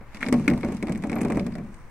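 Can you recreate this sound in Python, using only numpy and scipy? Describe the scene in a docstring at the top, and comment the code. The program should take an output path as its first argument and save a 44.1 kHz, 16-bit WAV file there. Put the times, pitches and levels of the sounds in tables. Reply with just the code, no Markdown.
"""A hollow plastic doll goes down a steel playground slide: it scrapes and judders, knocks twice hard,
then rattles away. Each contact ticks, makes the doll's shell clack and sets the steel sheet booming;
between contacts the doll rubs along. Here and there the plastic sticks to the metal and squeaks,
and at full speed the loose limbs chatter. Open air with a little low wind lies behind."""
import sys
import numpy as np
from scipy.fft import rfft, irfft, next_fast_len
from scipy.io import wavfile
from scipy.ndimage import map_coordinates

SR = 44100
rng = np.random.default_rng(int(sys.argv[2]) if len(sys.argv) > 2 else 0)


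def generate_wav(signal):
    """Clip the signal to [-1, 1] and save it as 16-bit WAV at the path in sys.argv[1]."""
    frames = np.transpose(np.atleast_2d(signal))
    scaled = np.clip(frames, -1, 1) * 32767
    pcm = np.round(scaled).astype(np.int16)
    wavfile.write(sys.argv[1], SR, pcm)


N = 83790

# Levels are relative: the dB settings below shift them. A ring time (T60) is the time to fade 60 dB.
# The doll hits the slide. Each row: start in seconds, tick level in dB, boom level in dB,
# boom pitch in Hz, then the clang, clack and snap levels in dB.
CONTACTS = [(0.009, -76, -40.5, 215, -46.5, -53, -63), (0.146, -45, -34.5, 210, -47.5, -43, -40),
            (0.1698, -50, -43, 225, -49.5, -38, -44), (0.207, -47, -46, 270, -60, -37, -59),
            (0.214, -60, -40, 252, -58, -33, -59.0), (0.228, -39.5, -34, 236, -38.5, -19, -49),
            (0.2432, -53, -33, 220, -38, -35, -44), (0.2632, -62, -22.5, 249, -36, -29, -34.5),
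            (0.285, -37, -20.5, 266.0, -31.5, -28, -34.5), (0.3255, -27.5, -16, 246, -19.5, -27.5, -32),
            (0.339, -41, -27, 252.0, -41, -35, -34), (0.384, -72.0, -21, 226, -47, -64, -59),
            (0.3962, -49, -37, 217, -37.5, -44, -48), (0.4786, -29, -7.5, 272, -25, -15, -26),
            (0.4993, -39, -18, 283, -35.5, -33, -33.5), (0.511, -62, -12, 245, -26, -32.5, -52),
            (0.5354, -45, -18, 220, -34.5, -38, -42), (0.576, -47.5, -31, 250, -37, -43, -45.5),
            (0.6095, -48.5, -39, 232, -53, -41, -47), (0.6314, -58, -49, 242, -26.5, -31.5, -47),
            (0.647, -45.5, -16, 230, -34, -35.5, -45), (0.686, -48.5, -20, 229.7, -31, -43.5, -48),
            (0.7215, -41.5, -39, 234, -37, -38, -48), (0.745, -46, -21, 214, -74, -53, -53),
            (0.7678, -46, -50, 214.0, -52, -48.0, -43.5), (0.826, -39, -20.5, 237, -31.5, -30.5, -39.5),
            (0.836, -70, -16, 225, -46, -62, -70), (0.87, -47, -28, 247.0, -36.5, -39, -42.5),
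            (0.8826, -50, -22, 247.0, -31.5, -35.5, -45), (0.894, -43, -27.5, 236, -31.5, -38, -53),
            (0.921, -38, -22, 221.6, -39.5, -38, -37), (0.949, -53, -24, 225, -48, -44.5, -44),
            (0.957, -51, -43, 198.0, -43, -40, -52), (0.9756, -44, -41, 196.0, -48, -48.5, -59),
            (1.023, -47, -35, 250, -45, -46, -45), (1.0369, -44.5, -30, 238, -31, -33.5, -45.0),
            (1.042, -56, -22, 238, -32, -45, -52), (1.0702, -48, -21, 259.0, -58, -50, -60),
            (1.0965, -43.5, -23, 280, -35.5, -32.5, -41.5), (1.1166, -43.5, -17.5, 277, -31.5, -42, -44),
            (1.129, -48.0, -27, 248, -31, -31.5, -40.5), (1.155, -47, -20.5, 205, -35, -50, -51),
            (1.1627, -66.0, -17.5, 220, -27, -34, -46), (1.185, -49, -23, 227.0, -31, -36, -49),
            (1.208, -42, -29, 222, -34.5, -34.5, -51), (1.214, -34, -16.5, 232, -33, -35, -49),
            (1.2312, -42.5, -21, 251.0, -39.5, -39, -43), (1.2491, -41, -13.5, 249.5, -25.5, -34, -40),
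            (1.2829, -49, -40, 231, -53, -46, -48), (1.3006, -43, -20, 250.0, -24, -31, -46),
            (1.321, -40.5, -27, 215, -30.5, -33, -44), (1.347, -51, -25.5, 201, -36, -55, -46),
            (1.356, -49, -20.5, 242, -38, -42, -45), (1.3708, -42, -14.5, 265.0, -26, -34.5, -55),
            (1.3953, -47, -24, 256, -37, -39, -34.5), (1.465, -41.5, -21, 200, -37.5, -39, -41.5),
            (1.5216, -55, -34, 205.0, -57, -45, -49), (1.5527, -47, -31, 217.0, -37, -38, -44),
            (1.5828, -54, -21.5, 227.5, -40, -42, -57), (1.7421, -53, -47, 209, -69.5, -55, -53)]
# The tones a struck thing rings with. Each row: pitch in Hz, level in dB, ring time in seconds.
SHEET_TONES = [(137.6, -9.5, 0.27), (177, -19, 0.095), (205.7, -3, 0.26), (225.6, -7, 0.64),
               (241.7, -4, 0.4), (267.5, -11, 0.23), (288.9, 0, 0.17), (327, -3.5, 0.2), (394.5, -4, 0.26),
               (445.5, -6.5, 0.18), (571.8, -3, 0.24), (700.6, -8, 0.19), (758, -8.5, 0.23),
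               (806.4, -14.5, 0.16), (935, -12.5, 0.19), (1089, -12.5, 0.19), (1134, -23, 0.095)]
SHELL_TONES = [(1490, -12, 0.074), (1727, -15, 0.032), (2050, -7.5, 0.036), (2244, 0.5, 0.048),
               (2395, -7, 0.029), (2640, -13, 0.028), (3440, -14, 0.028), (4120, -17, 0.035)]
# The shell rings higher as the doll rattles on its limbs. Each row: time in seconds, pitch multiplier.
SHELL_PITCH = [(1.13, 0.98), (1.21, 1.1), (1.33, 1.03), (1.4, 1.1), (1.53, 1.03)]
# The colour of each noise, from bass to treble. Each row: frequency in Hz, level in dB.
WIND_COLOUR = [(20, 6), (36, -1.5), (53, 1.5), (72, -8.5), (110, -4.5), (200, -20.5), (330, -19),
               (600, -21.5), (760, -21), (1050, -17), (1350, -22), (2200, -23.5), (3000, -37.5),
               (6500, -47), (8300, -46), (10000, -47.5), (15500, -49)]
RUMBLE_COLOUR = [(25, -8), (53, -10.5), (74, -5), (110, -7), (145, 2), (205, 4), (235, 3.5), (290, -9),
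                 (400, -11.5), (600, -19.5), (1000, -41), (2000, -61.5)]
SCRAPE_COLOUR = [(300, -7), (900, 23), (1500, 15.5), (2300, 18), (3100, 8), (6500, 3.5), (8400, -2.5),
                 (10300, -1.5), (11900, -2), (13000, -33), (15500, -41)]
HISS_COLOUR = [(3000, -19), (6000, -4), (7300, -10), (8000, -6), (8900, -2.5), (10000, -24), (13000, -30)]
CLANG_COLOUR = [(30, -24), (60, -18), (130, -13.5), (300, 7.5), (480, -1), (600, 0), (760, -4.5), (950, -8),
                (1200, -10.5), (1450, -16.5), (2300, -21), (3000, -34), (6000, -50), (14000, -70)]
CLACK_COLOUR = [(300, -30), (900, -23), (1400, -2.5), (1900, 4), (2300, 2), (2650, -5.5), (2950, -25),
                (3800, -14), (5000, -25), (10000, -79)]
SNAP_COLOUR = [(500, -20), (1200, -12), (2300, 1), (3000, -3), (4000, -6), (5400, -3), (6500, -42),
               (8000, -70), (12000, -45), (15000, -82)]
TICK_COLOUR = [(1000, -72), (4000, -19), (6000, 3), (7000, -0.5), (8100, 6), (9200, 0), (10500, -8),
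               (11900, -1.5), (13000, -39), (15500, -28)]
CHATTER_COLOUR = [(300, -2), (600, 12), (1100, -15), (1600, -26), (2300, -9), (3000, -28), (9000, -20),
                  (15000, -49)]
# How the sliding noises swell and fade. Each row: time in seconds, level in dB.
RUMBLE_LEVEL = [(0, -79), (.12, -69), (.22, -46), (.31, -34), (.36, -27), (.45, -30), (.53, -21.5),
                (.61, -33.5), (.7, -28.5), (.79, -38.5), (.91, -27.5), (1.0, -33), (1.17, -31), (1.38, -25),
                (1.52, -33), (1.62, -34), (1.72, -45), (1.9, -63)]
SCRAPE_LEVEL = [(0, -80), (.135, -56), (.155, -47.5), (.195, -57), (.215, -46), (.27, -43.5), (.315, -60),
                (.35, -51), (.46, -49.5), (.56, -53.5), (.72, -51), (.85, -58.5), (1.06, -57), (1.22, -55),
                (1.4, -54.5), (1.63, -63.5), (1.77, -77), (1.9, -84)]
HISS_LEVEL = [(.1, -88), (.2, -64.5), (.45, -62.5), (.8, -70), (1.6, -74.5), (1.76, -67.5), (1.9, -73)]
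# The doll judders as it is pushed off. Each row: time in seconds, pitch in Hz, level in dB.
JUDDER_PATH = [(0.199, 280, -52), (0.213, 272.5, -33.5), (0.237, 258.2, -30.5), (0.256, 247.3, -50),
               (0.296, 263.8, -21.5), (0.317, 254, -20.5), (.342, 243.8, -16), (.385, 230.6, -20.5),
               (.41, 223, -53)]
# Plastic sticks to steel. Each row: start in seconds, length in seconds, pitch in Hz, level in dB.
SQUEAKS = [(0.498, .012, 11800, -52), (0.577, 0.006, 11700, -52), (0.606, 0.0081, 11400, -54),
           (1.154, 0.0071, 11670, -42), (1.17, 0.017, 11900, -53), (1.208, 0.013, 12000, -54),
           (1.211, 0.022, 9870, -46), (1.212, 0.012, 8700, -42), (1.538, 0.0087, 4980, -50)]
# How alike a noise starts out on the left and right. Each row: frequency in Hz, likeness from 0 to 1.
SLIDE_LIKENESS = [(30, 0.79), (80, 1), (160, .995), (300, .99), (600, 0.81), (2300, 0.81), (3500, 0.17),
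                  (12000, 0.073)]
WIND_LIKENESS = [(30, 0.49), (300, 0.91), (1500, 0.7), (4000, 0.092)]
# Which side hears the slide louder. Each row: frequency in Hz, left minus right in dB.
BALANCE = [(60, 0.5), (200, 0.5), (700, 0.4), (1300, -1), (2300, 5.5), (3200, -2.5), (4400, -3), (8100, -7),
           (12000, -2.5)]
# How far the left wave runs ahead of the right. Each row: frequency in Hz, lead in radians.
LEFT_LEAD = [(20, 0), (2600, 0.16), (3300, -2.2), (5000, -2), (7500, -13), (8400, -11), (12300, -19),
             (15000, -10)]

WIND_DB, WIND_LEFT_DB = -44, 1.5  # the wind is stronger on the left
RUMBLE_DB, SCRAPE_DB, GRAIN_DB, GRAINS_PER_S = -1, 1, 3.5, 890
TONE_SCATTER_DB = 2.5  # each blow lands elsewhere, so the mix of tones varies
THUMP_DB, THUMP_T60_S = 0.5, 0.082
BOOM_DB, BOOM_RISE_S, BOOM_TOP_HZ = -13, 0.002, 360  # sheet tones above the top belong to the clang
BASS_CUT_HZ = 110  # the thin sheet gives off little sound below this
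CLANG_DB, CLANG_CRACK_DB, CLANG_TONES_DB, CLANG_RISE_S, CLANG_T60_S = 1.5, 12, -5, 0.00058, 0.13
SHELL_DB, SHELL_RISE_S, SHELL_DETUNE = -5.5, 0.00028, 0.025  # detune: share the pitch may stray by
CLACK_DB, CLACK_CRACK_DB, CLACK_T60_S = -4, 11.5, 0.041
TICK_DB, SNAP_DB, CLICK_CRACK_DB = -1, -0.5, 6.5
CLICK_RISE_S, CLICK_T60_S, CLICK_TAIL_DB, CLICK_TAIL_T60_S = 0.00087, 0.02, -13, 0.053
JUDDER_DB, JUDDER_WAVER_HZ, JUDDER_WAVERS_PER_S = -1, 3.6, 46
SQUEAK_WAVER_HZ, SQUEAK_WAVERS_PER_S = 350, 1200
CHATTER_START_S, CHATTER_END_S = 1.1, 1.42
CHATTER_DB, CHATTER_SCATTER_DB, CHATTER_T60_S = -40, 2.5, 0.023
TOP_HZ = 15850
TIME = np.arange(N) / SR
RING_TIME = np.arange(SR // 2) / SR  # seconds since a blow
SIDES = np.array([[.5], [-.5]])  # shares a difference between left and right


def amp(db):
    """Turn decibels into a multiplier."""
    return 10 ** (np.asarray(db) / 20)


def unit(x):
    """Scale a signal to an average power of 1."""
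    return x / np.sqrt(np.mean(x ** 2) + 1e-20)


def along(points, hz):
    """Read a table between its frequencies, with octaves evenly spaced."""
    frequencies, values = np.transpose(points)
    return np.interp(np.log(hz + 1), np.log(frequencies + 1), values)


def curve(rows):
    """Join a table's time points with straight lines, one value per sample."""
    return np.interp(TIME, *np.transpose(rows))


def filtered(x, response):
    """Multiply each frequency in x by response(hz)."""
    size = next_fast_len(N + SR // 4)
    return irfft(rfft(x, size) * response(np.fft.rfftfreq(size, 1 / SR)), size)[..., :N]


def noise(colour, likeness=SLIDE_LIKENESS):
    """Stereo noise, made of a part both sides share and a part that sets them apart."""
    def response(hz):
        spread = np.arccos(np.clip(along(likeness, hz), -1, 1)) / 2
        return amp(along(colour, hz)) * [np.cos(spread), np.sin(spread)]
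    shared, apart = filtered(rng.standard_normal((2, N)), response)
    return unit(np.array([shared + apart, shared - apart]))


def wobble(rate):
    """A smooth curve through `rate` random values a second."""
    return map_coordinates(rng.standard_normal(N // 8), [TIME * rate], mode="mirror")


def fade(rise, t60):
    """The loudness of one blow: it rises quickly, then dies away."""
    return (1 - np.exp(-RING_TIME / rise)) * np.exp(-np.log(1000) * RING_TIME / t60)


def ping(hz, rise, t60):
    """One pure tone that dies away."""
    return np.sin(2 * np.pi * hz * RING_TIME) * fade(rise, t60)


def add(track, start, sound):
    """Mix a sound into the track at `start` seconds."""
    part = track[max(0, round(start * SR)):][:len(sound)]
    part += sound[:len(part)]


def struck(tones, times, levels_db, rise):
    """Ring a set of tones, in a new mix for every blow."""
    rings = np.array([amp(db) * ping(hz, rise, t60) for hz, db, t60 in tones])
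    out = np.zeros(N)
    for start, db in zip(times, levels_db):
        mix = amp(db + TONE_SCATTER_DB * rng.standard_normal(len(tones)))
        add(out, start, mix @ rings)
    return out


def bursts(colour, times, levels_db, envelope):
    """Tones too crowded to tell apart: noise whose energy each blow tops up."""
    energy = np.zeros(N)
    for start, db in zip(times, levels_db):
        add(energy, start, (amp(db) * envelope) ** 2)
    return np.sqrt(energy) * noise(colour)


def cracks(colour, times, levels_db, size=2048):
    """The first instant of each hard contact: one sharp pulse of the given colour."""
    cepstrum = irfft(np.log(amp(along(colour, np.fft.rfftfreq(size, 1 / SR)))))
    # Keeping only the first half packs the pulse's energy at its start (minimum phase).
    first_half = (np.arange(size) > 0) & (np.arange(size) < size // 2)
    pulse = irfft(np.exp(rfft(2 * cepstrum * first_half)))
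    pulse /= np.linalg.norm(pulse)
    out = np.zeros(N)
    for start, db in zip(times, levels_db):
        add(out, start + CLICK_RISE_S, amp(db) * pulse)
    return out


def wind():
    """Open air: a soft, steady, low rush."""
    return amp(WIND_DB + SIDES * WIND_LEFT_DB) * noise(WIND_COLOUR, WIND_LIKENESS)


def sliding():
    """Plastic rubs on steel: a grainy scrape and a thin hiss over the rumble of the shaken sheet."""
    rumble = amp(curve(RUMBLE_LEVEL) + RUMBLE_DB) * noise(RUMBLE_COLOUR)
    grain = amp(GRAIN_DB * wobble(GRAINS_PER_S))
    scrape = amp(curve(SCRAPE_LEVEL) + SCRAPE_DB) * unit(grain * noise(SCRAPE_COLOUR))
    hiss = amp(curve(HISS_LEVEL)) * unit(grain * noise(HISS_COLOUR))
    return rumble + scrape + hiss


def sheet_boom(times, pitches, levels_db):
    """The sheet dents and springs back with a thump under each blow, and its low tones ring on."""
    def bass_cut(hz):
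        return -hz ** 2 / (BASS_CUT_HZ ** 2 - hz ** 2 + 1j * np.sqrt(2) * hz * BASS_CUT_HZ)
    thumps = np.zeros(N)
    for start, hz, db in zip(times, pitches, levels_db):
        add(thumps, start, amp(db + THUMP_DB) * ping(hz, BOOM_RISE_S, THUMP_T60_S))
    low_tones = [tone for tone in SHEET_TONES if tone[0] < BOOM_TOP_HZ]
    ring = struck(low_tones, times, levels_db + BOOM_DB, BOOM_RISE_S)
    return filtered(thumps + ring, bass_cut)


def sheet_clang(times, levels_db):
    """The struck steel gives a crack and a wash of noise, and its higher tones ring."""
    crack = cracks(CLANG_COLOUR, times, levels_db + CLANG_CRACK_DB)
    wash = bursts(CLANG_COLOUR, times, levels_db + CLANG_DB, fade(CLANG_RISE_S, CLANG_T60_S))
    high_tones = [tone for tone in SHEET_TONES if tone[0] >= BOOM_TOP_HZ]
    return crack + wash + struck(high_tones, times, levels_db + CLANG_TONES_DB, CLANG_RISE_S)


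def shell_clack(times, levels_db):
    """Head, back and limbs strike in turn, so the hollow shell clacks a bit higher or lower each time."""
    ring = np.zeros(N)
    for start, blow_db in zip(times, levels_db):
        tuning = np.interp(start, *np.transpose(SHELL_PITCH)) + SHELL_DETUNE * rng.uniform(-1, 1)
        for hz, db, t60 in SHELL_TONES:
            gain = amp(blow_db + SHELL_DB + db + TONE_SCATTER_DB * rng.uniform(-1, 1))
            add(ring, start, gain * ping(hz * tuning, SHELL_RISE_S, t60)[:SR // 10])
    crack = cracks(CLACK_COLOUR, times, levels_db + CLACK_CRACK_DB)
    wash = bursts(CLACK_COLOUR, times, levels_db + CLACK_DB, fade(SHELL_RISE_S, CLACK_T60_S))
    return crack + wash + ring


def clicks(colour, times, levels_db):
    """A hard touch: a crack, a short spray of noise and a faint answer from the side walls."""
    crack = cracks(colour, times, levels_db + CLICK_CRACK_DB)
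    spray = fade(CLICK_RISE_S, CLICK_T60_S)
    tail = amp(CLICK_TAIL_DB) * fade(CLICK_RISE_S, CLICK_TAIL_T60_S)
    return crack + bursts(colour, times, levels_db, spray + tail)


def knocks():
    """Each contact rings the sheet and the shell, and snaps and ticks where they touch."""
    times, tick_db, boom_db, boom_hz, clang_db, clack_db, snap_db = np.transpose(CONTACTS)
    sheet = sheet_boom(times, boom_hz, boom_db) + sheet_clang(times, clang_db)
    shell = shell_clack(times, clack_db)
    snaps = clicks(SNAP_COLOUR, times, snap_db + SNAP_DB)
    ticks = clicks(TICK_COLOUR, times, tick_db + TICK_DB)
    return sheet + shell + snaps + ticks


def judder():
    """Plastic sticks and slips in step with the sheet: a clean hum that sags in pitch."""
    times, hz, db = np.transpose(JUDDER_PATH)
    pitch = np.interp(TIME, times, hz) + JUDDER_WAVER_HZ * wobble(JUDDER_WAVERS_PER_S)
    level = np.interp(TIME, times, amp(db + JUDDER_DB), left=0, right=0)
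    return level * np.sin(2 * np.pi * np.cumsum(pitch) / SR)


def squeaks():
    """A thin, high, unsteady whistle wherever the plastic sticks for a moment."""
    waver = SQUEAK_WAVER_HZ * wobble(SQUEAK_WAVERS_PER_S)
    out = np.zeros(N)
    for start, length, hz, db in SQUEAKS:
        pitch = hz + waver[round(start * SR):][:round(length * SR)]
        whistle = np.sin(2 * np.pi * np.cumsum(pitch) / SR)
        add(out, start, amp(db) * np.hanning(len(pitch)) * whistle)
    return out


def limb_chatter(count=30):
    """The loose limbs patter lightly and unevenly, one tap somewhere in each short time slot."""
    slots = np.linspace(CHATTER_START_S, CHATTER_END_S, count + 1)
    times = rng.uniform(slots[:-1], slots[1:])
    levels_db = CHATTER_DB + CHATTER_SCATTER_DB * rng.standard_normal(count)
    return bursts(CHATTER_COLOUR, times, levels_db, fade(SHELL_RISE_S, CHATTER_T60_S))


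def scene():
    """The doll on the slide, heard a little differently on the left and right, with wind behind."""
    def placement(hz):
        return amp(SIDES * along(BALANCE, hz)) * np.exp(1j * SIDES * along(LEFT_LEAD, hz))
    slide = knocks() + limb_chatter() + judder() + sliding() + squeaks()
    return filtered(slide, placement) + wind()


def record(dry):
    """Cut away the very highest treble."""
    return filtered(dry, lambda hz: hz < TOP_HZ)


dry = scene()
out = record(dry)
generate_wav(out)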